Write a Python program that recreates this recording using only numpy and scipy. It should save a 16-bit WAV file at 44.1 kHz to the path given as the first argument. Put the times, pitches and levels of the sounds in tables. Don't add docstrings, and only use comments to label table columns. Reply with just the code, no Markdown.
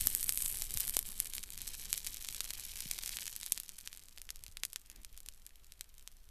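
import sys
import numpy as np
from scipy import signal
from scipy.fft import rfft, irfft, next_fast_len
from scipy.io import wavfile
from scipy.ndimage import uniform_filter1d, map_coordinates

SR = 44100
rng = np.random.default_rng(int(sys.argv[2]) if len(sys.argv) > 2 else 0)


def master(y):
    cut = np.clip(np.atleast_2d(y).T, -1, 1)
    pcm = np.round(cut * 32767)
    wavfile.write(sys.argv[1], SR, pcm.astype(np.int16))


N = 277830

# time_s, level_db
BURN_STRENGTH = [(0, 4), (.16, -.5), (.66, -1), (.8, 3), (.97, .5), (1.04, -4.5), (1.38, -2.5),
                 (1.52, -7.5), (1.63, -1.5), (2.2, -1), (2.68, -0.5), (3.16, 1.5), (3.38, -4.5),
                 (3.68, -10.5), (3.93, -12), (4.02, -17), (4.85, -18.5), (6.3, -24.5)]
# time_s, level_db
FIZZ_LEAD = [(0, 8), (.48, 13), (.62, 5), (.8, 8), (1.3, 6), (1.55, 3), (3.2, .8), (3.5, 3), (4, 1),
             (6.3, 1.5)]
# frequency_hz, gain_db
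SIZZLE_SPECTRUM = [(100, -7), (300, -6), (700, -7), (1400, -9.5), (2100, -4.5), (3300, -1.5), (5500, -0.5),
                   (6800, -1), (8500, -9), (14000, -28)]
# frequency_hz, gain_db
FIZZ_SPECTRUM = [(2000, -32), (5500, -29), (6800, -14), (8000, 1.5), (10500, 3), (13500, 3.5),
                 (16000, -7.5)]

def sizzle(bursts_per_s=850, spread_db=5, clump_db=2.4, chain_db=2.5, gas_db=-12, sizzle_db=-52):
    burn_db = curve(BURN_STRENGTH)
    level_db = sizzle_db + burn_db + wobble(12)
    fires = rng.random(N) < bursts_per_s * amp(0.55 * burn_db) / SR
    clumps = amp(clump_db * wobble(55) + chain_db * wobble(400))
    sizes = amp(spread_db * np.minimum(rng.standard_normal(N), 1.83))
    bursts = ticks(-sizes * clumps * fires)
    layers = []
    for spectrum in (SIZZLE_SPECTRUM, FIZZ_SPECTRUM):
        crackle = steadied(coloured(bursts, spectrum), seconds=0.12)
        gas = amp(gas_db) * unit(clumps) * noise(spectrum)
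        layers.append(steadied(crackle + gas, seconds=0.087))
    dull, bright = layers
    return amp(level_db) * dull + amp(level_db + curve(FIZZ_LEAD)) * bright


def ticks(impulses, lowest_hz=1700, highest_hz=14000, width=0.7, bounce=0.44, pitches=14):
    out = np.zeros(N)
    hz = np.fft.rfftfreq(1024, 1 / SR)
    kinds = rng.integers(pitches, size=N)
    for kind, pitch_hz in enumerate(np.geomspace(lowest_hz, highest_hz, pitches)):
        delay_s = rng.uniform(0.00018, 0.001395)
        reflection = 1 + bounce * np.exp(-2j * np.pi * hz * delay_s)
        tick = irfft(resonance(hz, pitch_hz, width) * reflection)[:len(hz) // 2]
        out += signal.oaconvolve(impulses * (kinds == kind), tick)[:N]
    return out


# start_s, level_db, pitch_hz
LOUD_POPS = [(.01, -4.5, 10200), (.0714, 5, 14000), (0.1501, 1.5, 14100), (0.2293, -5.5, 10700),
             (0.2932, 1.5, 9000), (.3239, -5, 14000), (.3749, -3, 11200), (0.4231, -5.5, 11200),
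             (0.4606, -6.5, 7100), (0.6211, -7, 7700), (0.7734, -4.5, 8600), (.8054, -2.5, 14000),
             (.8791, -8, 10700), (0.8958, -5, 12800), (.968, 2, 9700), (0.9911, 0, 14000),
             (1.202, 1, 13400), (1.3364, -11.5, 5600), (1.3814, -10, 4700), (1.4384, -12.5, 6300),
             (1.9293, .5, 7700), (1.941, -11, 8200), (1.9782, -8.5, 7200), (2.0665, -10, 6900),
             (2.0713, -9, 7000), (2.2874, -8.5, 5500), (2.4062, -4, 5400), (2.5063, -8, 5600),
             (2.8051, -11, 7900), (2.9127, -3.5, 6760), (2.9888, -13.5, 4030), (3.0363, -11.5, 5500),
             (3.1701, -8.5, 6000), (3.1874, -12, 3430), (3.279, -11, 5850), (3.3635, -11, 10300),
             (3.4314, -12.5, 5300), (3.4632, -10.5, 8600), (3.522, 1, 9000), (3.5767, -9.5, 5300),
             (3.601, -10.5, 10700), (3.6924, -15, 7200), (3.788, -19, 8100), (3.875, -11, 4730),
             (3.9296, -17, 4600), (3.9737, -21, 8200), (4.0853, -25, 5800), (4.1761, -20, 3400),
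             (4.1832, -21, 5300), (4.2173, -17.5, 8200), (4.2914, -16.5, 3300), (4.3047, -11, 6600),
             (4.359, -21.5, 7900), (4.4381, -18.5, 7000), (4.4647, -19.5, 5000), (4.571, -12.5, 3940),
             (4.6354, -3, 4300), (4.6519, -7, 7850), (4.732, -15.5, 8000), (4.7603, -7.5, 5160),
             (4.9001, -20.5, 7200), (5.0481, -17, 6100), (5.1766, -20.5, 7500), (5.204, -23.5, 8600),
             (5.262, -21, 6900), (5.2871, -14, 6300), (5.4653, -20, 9000), (5.7216, -21, 5500),
             (5.81, -12, 6300), (5.9814, -27.5, 6900), (6.0758, -15.5, 5300)]
# frequency_hz, gain_db
POP_SPECTRUM = [(100, 13.5), (400, 5), (800, 0), (2000, 2.5), (3600, 1.5), (5800, -1.5), (8400, 0.5),
                (12000, 2), (16000, 1.5)]

def pops(splinters=5, splinter_gain=0.15, splinter_s=0.000506, size=512):
    out = np.zeros(N + SR)
    hz = np.fft.rfftfreq(size, 1 / SR)
    for start_s, level_db, pitch_hz in LOUD_POPS + snaps():
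        lags, strengths = rng.standard_normal((2, splinters))
        delays = np.exp(-2j * np.pi * np.outer(splinter_s * np.abs(lags), hz))
        cluster = 1 + splinter_gain * strengths @ delays
        spike = np.roll(irfft(resonance(hz, pitch_hz, width=1) * cluster), size // 2)
        start = max(round(start_s * SR) - size // 2, 0)
        out[start:][:size] -= amp(level_db) * spike
    return coloured(out[:N], POP_SPECTRUM)


def snaps(per_s=13, base_db=-15, spread_db=4, base_hz=6000, hz_per_db=700, octaves=0.25, count=200):
    when, size, pitch = rng.uniform(-1, 1, (count, 3)).T
    start_s = (np.arange(count) + 1 + when) / per_s
    burn_db = np.interp(start_s, *np.transpose(BURN_STRENGTH))
    fizz_db = np.interp(start_s, *np.transpose(FIZZ_LEAD))
    level_db = base_db + 0.85 * burn_db + 0.36 * fizz_db + spread_db * size
    pitch_hz = (base_hz + hz_per_db * fizz_db) * 2 ** (octaves * pitch)
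    return list(np.transpose([start_s, level_db, pitch_hz])[start_s < N / SR])


# time_s, level_db
BILLOW_STRENGTH = [(0, 5.5), (.33, -1), (.5, 2.5), (.8, 3), (1.5, -4), (1.7, -1.5), (1.9, -3.5), (2.6, -5),
                   (2.87, -2.5), (3.3, -9), (4.1, -10.5), (4.28, -5), (4.55, -5.5), (4.78, -14),
                   (5.1, -3.5), (5.5, -10.5), (6.3, -8)]
# frequency_hz, gain_db
RUMBLE_SPECTRUM = [(6, -3.5), (12, 5), (20, 2), (35, -7.5), (50, -9), (65, -16), (90, -22.5), (300, -68)]
# frequency_hz, gain_db
FLUTTER_SPECTRUM = [(25, -21), (60, -0.5), (75, 5.5), (100, 1.5), (130, -2), (170, -1), (230, -4.5),
                    (320, -11.5), (440, -9.5), (600, -19), (1200, -15), (4000, -36)]

def flame(rumble_db=-49, flutter_db=-62.5, flicker_db=3, fade_db_per_s=1.22):
    billow_db = curve(BILLOW_STRENGTH)
    shrink_db = fade_db_per_s * np.arange(N) / SR
    edge_db = flutter_db + 0.28 * curve(BURN_STRENGTH) + 0.31 * billow_db - shrink_db
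    rumble = steadied(noise(RUMBLE_SPECTRUM), seconds=0.14)
    flutter = steadied(amp(flicker_db * wobble(30)) * noise(FLUTTER_SPECTRUM), seconds=0.17)
    return amp(rumble_db + billow_db) * rumble + amp(edge_db) * flutter


# start_s, level_db, pitch_hz, width_ratio
GAS_PUFFS = [(.017, 8, 58, 1.2), (.057, 6, 72, 1.05), (0.0718, -6.5, 400, 2.7), (0.753, 12.5, 62, 0.77),
             (.9681, -3, 600, 3.2), (2.857, 0.5, 150, 0.75), (3.522, -15.5, 438, 1.8), (4.485, -5, 80, 0.8),
             (5.28, -1, 55, 0.64)]

def puffs(size=8192):
    out = np.zeros(N + SR)
    hz = np.fft.rfftfreq(size, 1 / SR)
    for start_s, level_db, pitch_hz, width in GAS_PUFFS:
        push = irfft(resonance(hz, pitch_hz, width) ** 2)
        out[round(start_s * SR):][:size] -= amp(level_db) * push
    return out[:N]


def woodland_echoes(x, bark=(-18, 0.0056), litter=(-17, 0.042), trunks=(-28, 0.1), spots=24):
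    t = np.arange(SR // 4) / SR
    out = np.zeros(N + SR)
    edges = np.linspace(0, N, spots + 1).astype(int)
    for start, end in zip(edges, edges[1:]):
        echo = 0
        for level_db, t60_s in (bark, litter, trunks):
            build_up = 1 - np.exp(-20 * t / t60_s)
            tail = rng.standard_normal(len(t)) * amp(-60 * t / t60_s) * build_up
            echo = echo + amp(level_db) * tail / np.linalg.norm(tail)
        part = signal.fftconvolve(x[start:end], echo)
        out[start:start + len(part)] += part
    return out[:N]


# frequency_hz, gain_db
RUSTLE_SPECTRUM = [(80, -6), (140, -1), (310, -4), (450, -13), (1400, -16), (2100, -9), (2800, -15),
                   (6000, -30)]

def rustle(middle_s=4.96, half_length_s=0.08, level_db=-68.5):
    swell = np.exp(-((np.arange(N) / SR - middle_s) / half_length_s) ** 2)
    return amp(level_db) * swell * noise(RUSTLE_SPECTRUM)


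# frequency_hz, gain_db
AIR_SPECTRUM = [(30, -6), (150, 5), (400, 2.5), (1000, 1), (3000, 1.5), (8000, -2.5), (14000, 3)]

def still_air(level_db=-69.5):
    return amp(level_db) * noise(AIR_SPECTRUM)


def amp(db):
    return 10 ** (np.asarray(db) / 20)


def unit(x):
    return x / np.sqrt(np.mean(x ** 2) + 1e-20)


def gain_at(spectrum, hz):
    frequency_hz, gain_db = np.transpose(spectrum)
    return amp(np.interp(np.log(hz + 1), np.log(frequency_hz), gain_db))


def curve(rows):
    return np.interp(np.arange(N) / SR, *np.transpose(rows))


def wobble(knots_per_s):
    knots = rng.standard_normal(int(N * knots_per_s / SR) + 4)
    return map_coordinates(knots, [np.arange(N) * knots_per_s / SR])


def filtered(x, response):
    size = next_fast_len(N + SR // 2)
    return irfft(rfft(x, size) * response(np.fft.rfftfreq(size, 1 / SR)), size)[:N]


def coloured(x, spectrum):
    def response(hz):
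        cepstrum = irfft(np.log(gain_at(spectrum, hz)))
        half = len(cepstrum) // 2
        return np.exp(rfft(np.r_[cepstrum[0], 2 * cepstrum[1:half], np.zeros(half)]))
    return filtered(x, response)


def noise(spectrum):
    return unit(filtered(rng.standard_normal(N), lambda hz: gain_at(spectrum, hz)))


def resonance(hz, centre_hz, width):
    damping = 1j * hz * centre_hz * width
    return damping / (centre_hz ** 2 - hz ** 2 + damping)


def steadied(x, seconds):
    window = int(seconds * SR)
    power = uniform_filter1d(uniform_filter1d(x ** 2, window), window)
    return x / np.sqrt(np.abs(power) + 1e-12)


def scene():
    crackle = sizzle() + pops()
    return (crackle + woodland_echoes(crackle) + puffs() + flame() + rustle() + still_air())[None]


# frequency_hz, gain_db
MICROPHONE_RESPONSE = [(20, 1), (13700, 0), (14300, -12.5), (15100, -14.5), (15600, -38), (16400, -44)]

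def record(dry, top_hz=16480):
    return filtered(dry[0], lambda hz: gain_at(MICROPHONE_RESPONSE, hz) * (hz < top_hz))[None]


dry = scene()
out = record(dry)
master(out)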